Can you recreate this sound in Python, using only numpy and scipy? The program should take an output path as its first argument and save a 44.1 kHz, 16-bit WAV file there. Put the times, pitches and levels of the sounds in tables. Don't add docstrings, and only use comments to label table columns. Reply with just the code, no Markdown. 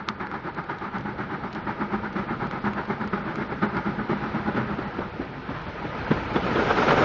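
import sys
import numpy as np
from scipy import signal
from scipy.fft import rfft, irfft, next_fast_len
from scipy.io import wavfile
from scipy.ndimage import uniform_filter1d, map_coordinates

SR = 44100
rng = np.random.default_rng(int(sys.argv[2]) if len(sys.argv) > 2 else 0)


def magnitude_from_level(level_db):
    exponent = np.asarray(level_db, float) / 20
    return 10 ** exponent


def int16_out(signal):
    q = np.round(np.clip(np.atleast_2d(signal).T, -1, 1) * 32767)
    wavfile.write(sys.argv[1], SR, q.astype(np.int16))


N = 310464
USUAL_DB = -29.5


def unit(x):
    return x / np.sqrt(np.mean(x ** 2) + 1e-20)


def along(points):
    f, v = np.transpose(points)
    return lambda hz: magnitude_from_level(np.interp(np.log(hz + 1), np.log(f + 1), v))


def resonant(modes):
    def response(f):
        total = 0
        for k, (centre, width, db) in enumerate(modes):
            mode = 1j * f * width / (centre * centre - f * f + 1j * f * width)
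            total = total + (-1) ** k * magnitude_from_level(db) * mode
        return total
    return response


def wobble(rate):
    knots = rng.standard_normal(int(N * rate / SR) + 4)
    return map_coordinates(knots, [np.arange(N) * rate / SR])


def filtered(x, response):
    m = next_fast_len(N + SR // 2)
    return irfft(rfft(x, m) * response(np.fft.rfftfreq(m, 1 / SR)), m)[..., :N]


def rush(response, patchy_db):
    z = signal.stft(rng.standard_normal(N + 512), nperseg=512)[2]
    field = rng.standard_normal(z.shape)
    field = uniform_filter1d(uniform_filter1d(field, 4, 0), 5, 1)
    patchy = signal.istft(z * magnitude_from_level(patchy_db * unit(field)), nperseg=512)[1][:N]
    return unit(filtered(patchy, response))


def hump(u, rise, decay):
    attack = np.sin(np.pi / 2 * np.clip(u / rise, 0, 1)) ** 2
    return np.where(u < rise, attack, 1 / np.cosh((u - rise) / decay))


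def bursts(rows):
    t = np.arange(N) / SR
    out = np.zeros((len(rows[0]) - 3, N))
    for s, *levels, rise, decay in rows:
        span = slice(max(round(s * SR), 0), round((s + rise + 8 * decay) * SR))
        out[:, span] += (magnitude_from_level(levels)[:, None] * hump(t[span] - s, rise, decay)) ** 2
    return np.sqrt(out)


# (time [s], level over the start [dB])
NEARNESS = [(0, -1.5), (.6, -0.1), (1.2, 1.5), (2, 4), (2.9, 4), (3.3, 4.5), (3.7, 5), (4.3, 7.5), (4.7, 7),
            (5.1, 5), (5.4, 4.5), (5.7, 7), (6, 10.5), (6.3, 11), (6.6, 15.5), (7.04, 14)]


def nearness(s):
    return np.interp(s, *np.transpose(NEARNESS))


# (crest of the first beat [s], bark of each of the four beats [dB])
TURNS = [(-.278, -60, -60, -31.5, -33.5), (0.211, -29, -31.5, -32.5, -32), (0.703, -30, -30, -32, -31.5),
         (1.193, -29.5, -30.5, -33.5, -32.5), (1.681, -30.5, -29, -31, -32),
         (2.171, -27, -30.5, -31.5, -30.5), (2.655, -27.5, -29.5, -30, -31.5),
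         (3.143, -28.5, -30, -29.5, -32), (3.63, -27, -29, -31, -32.5), (4.105, -27, -31, -31, -30.5),
         (4.576, -27, -33, -35, -40), (5.03, -38, -64, -63, -60)]
# (lag in the turn [s], rise [s], decay [s], boom over bark [dB], hiss over bark [dB])
BEATS = [
    (-.002, 0.019, 0.031, 1.5, -11.5),
    (.143, 0.064, 0.022, -0.1, -12),
    (0.263, 0.06, 0.022, 3.2, -11),
    (0.374, 0.04, 0.024, 1.5, -12),
]


def beats():
    rows = []
    for s, *barks in TURNS:
        for db, (lag, rise, decay, boom_db, hiss_db) in zip(barks, BEATS):
            if s + lag > -.05:
                harder = db - USUAL_DB
                boom = db + boom_db + 0.27 * harder + 1.14 * (nearness(s + lag) - 3)
                hiss = db + hiss_db + 0.41 * harder
                rows.append((s + lag - rise, boom, db, hiss, rise, decay))
    return rows


# (centre [Hz], width [Hz], level [dB])
CHIMNEY = [(125, 40, -9), (206, 22, 3), (255, 50, -10), (340, 70, -8), (410, 50, -9), (580, 90, -15)]
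# (centre [Hz], width [Hz], level [dB])
MOUTH = [(810.5, 66, 0.5), (878, 74, 3), (936, 101, 1), (1243, 133, 0), (1411, 186, -1), (1721, 220, -8)]
# (frequency [Hz], density [dB per Hz])
JET = [(1120, -19.5), (1900, 2.5), (2090, 4.5), (2630, -9), (4180, -15.5), (6100, -29.5), (7310, -51),
       (9500, -84), (16100, -120)]


def exhaust():
    bark, hiss = bursts([(s, *rest) for s, _, *rest in beats()])
    boom, = bursts([(s, db, rise, decay) for s, db, *_, rise, decay in beats()])
    eddies = wobble(70)
    deep = rush(lambda f: resonant(CHIMNEY)(f) / (1 + (f / 1500) ** 2), patchy_db=-1.56)
    throaty = rush(lambda f: resonant(MOUTH)(f) / (1 + (f / 3200) ** 4), patchy_db=1.0)
    low = boom * unit(magnitude_from_level(2.0 * eddies) * deep)
    mid = bark * unit(magnitude_from_level(1.9 * eddies) * throaty)
    return low + mid + hiss * unit(magnitude_from_level(1.6 * eddies) * rush(along(JET), patchy_db=.8))


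# (centre [Hz], width [Hz], level [dB])
THROAT = [(290, 78, .1), (397, 88, -1.5)]


def thump():
    rows = [(s, db + 0.12 * nearness(s), rise, 0.63 * decay) for s, _, db, _, rise, decay in beats()]
    puff, = bursts(rows)
    return magnitude_from_level(-6.5) * puff * rush(lambda f: resonant(THROAT)(f) ** 2, patchy_db=1.5)


def banks(x):
    t = np.arange(SR // 2) / SR
    tail = rng.standard_normal(len(t)) * magnitude_from_level(-60 * t / 0.55) * (1 - np.exp(-t / 0.074))
    wet = signal.fftconvolve(x, tail / np.linalg.norm(tail))[:N]
    return filtered(wet, lambda hz: 1 / (1 + 1j * hz / 2500))


# (crest [s], thud [dB], clank [dB], thud pitch [Hz], decay [s])
JOINTS = [(4.549, -25, -35, 212, 0.012), (4.792, -25.5, -33, 285, .0047), (4.992, -25.5, -34, 292, 0.0034),
          (5.199, -25, -52, 268, 0.0098), (5.494, -28, -35, 207, 0.0092), (5.545, -38.5, -35.5, 156, 0.032),
          (5.668, -33, -37, 230, .015), (5.82, -37, -51, 209, 0.037), (5.853, -31.5, -50, 290, 0.0077),
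          (6.1175, -12, -22, 210, 0.0041), (6.171, -27, -38, 225, 0.014), (6.362, -17.5, -23, 266, 0.0083),
          (6.495, -28.5, -43, 228.5, .024), (6.56, -21, -27.5, 340, 0.017), (6.577, -24.5, -37, 288, 0.016),
          (6.709, -39, -26.5, 343, .0084), (6.772, -36.5, -25, 347, .016), (6.823, -24.5, -25, 472, .017),
          (6.911, -37, -18.5, 440, 0.0076), (6.92, -17.5, -25, 441, 0.016)]


def blows():
    rows = []
    for s, db, clank_db, hz, decay in JOINTS:
        rise = max(0.02 - decay, .004)
        rows.append((s - rise, db, clank_db, hz, rise, decay))
    return rows


# (frequency [Hz], density [dB per Hz])
GROUND = [(13, -46.5), (22, -10.5), (59, 0.5), (92, -1), (110, -5.5), (140, -19.5), (240, -120)]
# (frequency [Hz], density [dB per Hz])
WHEELS = [(59, -38), (100, -8), (123, -1), (376, -6.5), (410, -6), (482, -7), (680, -12.5), (880, -44),
          (1500, -120)]
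# (frequency [Hz], density [dB per Hz])
GEAR = [(380, -27), (650, -12), (756, -7.5), (850, -5.5), (1050, -7), (1130, -15), (1210, -5),
        (2000, -13.5), (2600, -48), (4400, -120)]
# (frequency [Hz], density [dB per Hz])
LEAK = [(1120, -29.5), (1900, -11.5), (2230, -2.5), (2610, -7.5), (4210, -15.5), (5540, -24), (7000, -39),
        (9100, -74.5), (15400, -120)]
# (level at the start [dB], growth with nearness [dB per dB], jolt after a joint [dB])
ROLLERS = [
    (-50.5, 0.74, -14),
    (-42, 0.63, -8.5),
    (-45, 0.9, -13.5),
    (-55, 0.98, -24.5),
]


def rolling():
    near_db = nearness(np.arange(N) / SR)
    jolts = [(s, USUAL_DB + 0.55 * (db - USUAL_DB), .03, 0.02) for s, db, *_ in blows()]
    jolt, = bursts(jolts)
    shake = 0.38 * wobble(10) + 0.19 * wobble(40)
    layers = [(GROUND, 1.2), (WHEELS, 2.2), (GEAR, 2.1), (LEAK, 1.3)]  # (colour, patchiness [dB])
    total = np.zeros(N)
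    for (db, grows, jolt_db), (colour, patchy_db) in zip(ROLLERS, layers):
        gain = np.hypot(magnitude_from_level(db + grows * near_db), magnitude_from_level(jolt_db) * jolt)
        total += gain * unit(magnitude_from_level(shake) * rush(along(colour), patchy_db))
    return total


# (time [s], snap [dB], knock over snap [dB])
TICKS = [(.0874, -14.5, .5), (.2696, -41, 16), (.3142, -39, 15), (.343, -46, 18), (.547, -43, -1),
         (.6403, -42, 11), (.7857, -41, 8), (.9844, -40, 9), (1.009, -40, 1.2), (1.5289, -37, -4),
         (1.5325, -37, -4), (1.5494, -36, -1), (2.129, -37, 1.2), (2.4494, -44, 3), (2.47, -39, 6),
         (2.5114, -29.5, 6.5), (2.7338, -36, 12), (2.853, -38, 1.2), (3.0754, -38, 5), (3.357, -29, 5),
         (3.7685, -28, 6), (4.2358, -44, 5), (5.6181, -40, -1), (5.799, -46, .3)]
# (frequency [Hz], gain [dB])
CASE = [(1500, -31.5), (2500, 6.5), (4500, 3), (6500, -9), (8000, -19)]


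def ticks():
    snap, knock, t = np.zeros(N + 1500), np.zeros(N + 1500), np.arange(1500) / SR
    tone = np.sin(2 * np.pi * 1300 * t) + 0.41 * np.sin(2 * np.pi * 2150 * t)
    knock_shape = tone * hump(t, 0.00059, .0011)
    for s, db, knock_db in TICKS:
        tail = magnitude_from_level(-16.5 - .35 * (db + 15)) * np.exp(-t / .005)
        rattle = rng.standard_normal(1500) * (np.exp(-t / .0004) + tail)
        start = round(s * SR)
        snap[start:][:1500] += magnitude_from_level(db + 1.5) * rattle
        knock[start:][:1500] -= magnitude_from_level(db + knock_db) * knock_shape
    return filtered(snap[:N], along(CASE)) + knock[:N]


# (multiple of the thud pitch [ratio], level [dB])
RAIL = [(.55, -15.5), (0.751, 1), (0.999, 5.5), (1.3, 4.5), (1.65, 0), (2.1, -2), (2.7, -5)]
# (frequency [Hz], density [dB per Hz])
CLANK = [(500, -25), (700, -5.5), (900, 6.5), (1400, 5), (2200, -9.5), (3500, -13), (6000, -37.5),
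         (8000, -55.5)]


def joints():
    clank, = bursts([(s, db, rise, decay) for s, _, db, _, rise, decay in blows()])
    thuds, t = np.zeros(N + 6000), np.arange(6000) / SR
    for s, db, _, hz, rise, decay in blows():
        ring = np.zeros(len(t))
        for k, level in RAIL:
            luck = rng.standard_normal()
            partial = np.cos(2 * np.pi * hz * k * (t - rise) + .9 * luck)
            ring += magnitude_from_level(level + 1.5 * luck) * partial * hump(t, rise, decay) ** k
        thuds[round(s * SR):][:6000] -= magnitude_from_level(db - 7.5) * ring
    return thuds[:N] + clank * rush(along(CLANK), patchy_db=1.5)


# (time [s], roar [dB])
PASS = [(5.7, -56), (6.2, -37), (6.398, -32), (6.784, -22.5), (6.926, -21), (7.04, -21.5)]
# (frequency [Hz], density [dB per Hz])
ROAR = [(35, -35.5), (60, -16), (145, -11), (255, -1.5), (457, 0), (669, -4.5), (904, -5), (1130, -11.5),
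        (1300, -2.5), (1940, -17), (2100, -12.5), (5300, -39), (7310, -45), (9500, -76.5), (16100, -120)]
# (frequency [Hz], density [dB per Hz])
STEAM = [(1760, -22), (3000, -2), (3320, -1.5), (5350, -5.5), (6730, -15.5), (7310, -37), (9500, -52.5),
         (16100, -120)]


def roar():
    roar_db = np.interp(np.arange(N) / SR, *np.transpose(PASS), left=-120)
    hiss = magnitude_from_level(-43.5 + 1.1 * (roar_db - roar_db[-1]))
    body = magnitude_from_level(roar_db) * unit(magnitude_from_level(2.4 * wobble(45)) * rush(along(ROAR), patchy_db=0.5))
    return body + hiss * rush(along(STEAM), patchy_db=-3.5)


# (time [s], level [dB], pitch [Hz])
PINGS = [(6.108, -40, 3430), (6.356, -35, 3430), (6.432, -39, 3000), (6.553, -38, 3400), (6.705, -38, 3380)]


def pings():
    t = np.arange(N) / SR
    total = np.zeros(N)
    for s, db, hz in PINGS:
        note = np.sin(2 * np.pi * hz * t) + 0.65 * np.sin(2 * np.pi * 0.95 * hz * t)
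        total += magnitude_from_level(db) * note * hump(np.clip(t - s, 0, 1), .004, .006)
    return total


# (start [s], level [dB], pitch [Hz], rise [s], decay [s])
BOOMS = [
    (6.43, -24.5, 187.1, .015, .015),
    (6.86, -24, 147.4, 0.023, 0.019),
    (6.93, -26, 138.2, 0.065, 0.04),
]


def booms():
    t = np.arange(N) / SR
    waver = np.cumsum(wobble(30)) / SR
    total = np.zeros(N)
    for s, db, hz, rise, decay in BOOMS:
        hum = np.sin(2 * np.pi * hz * (t + 0.016 * waver))
        total += magnitude_from_level(db) * hum * hump(np.clip(t - s, 0, 1), rise, decay)
    return total


def scene():
    blast = exhaust()
    engine = blast + thump() + magnitude_from_level(-11) * banks(blast)
    passing = joints() + roar() + pings() + booms()
    return (engine + rolling() + ticks() + passing)[None]


def thin_treble(x, step_db, swing_db):
    hz, _, z = signal.stft(np.pad(x, (0, 1024), "reflect"), SR, nperseg=1024)
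    size = np.abs(z)
    count = z.shape[1]
    moments = rng.standard_normal(count // 2 + 1).repeat(2)[:count]
    bands = rng.standard_normal((65, count // 4 + 1)).repeat(8, 0).repeat(4, 1)[:len(hz), :count]
    busy = uniform_filter1d(size[(hz > 3000) & (hz < 4500)].mean(0), 15)
    step = np.minimum(busy, 2.6 * np.median(busy)) * magnitude_from_level(step_db + swing_db * (moments + bands))
    kept = (size > step) | (hz[:, None] < 4800)
    return signal.istft(z * kept, SR, nperseg=1024)[1][:N]


def band_limit(x):
    return signal.sosfilt(signal.butter(12, 7460, fs=SR, output="sos"), x)


def record(dry):
    narrow = filtered(dry[0], lambda hz: 1 / np.sqrt(1 + (hz / 7180) ** 60))
    mix = thin_treble(narrow, step_db=-22.5, swing_db=8.5)[None]
    return band_limit(mix)


dry = scene()
out = record(dry)
int16_out(out)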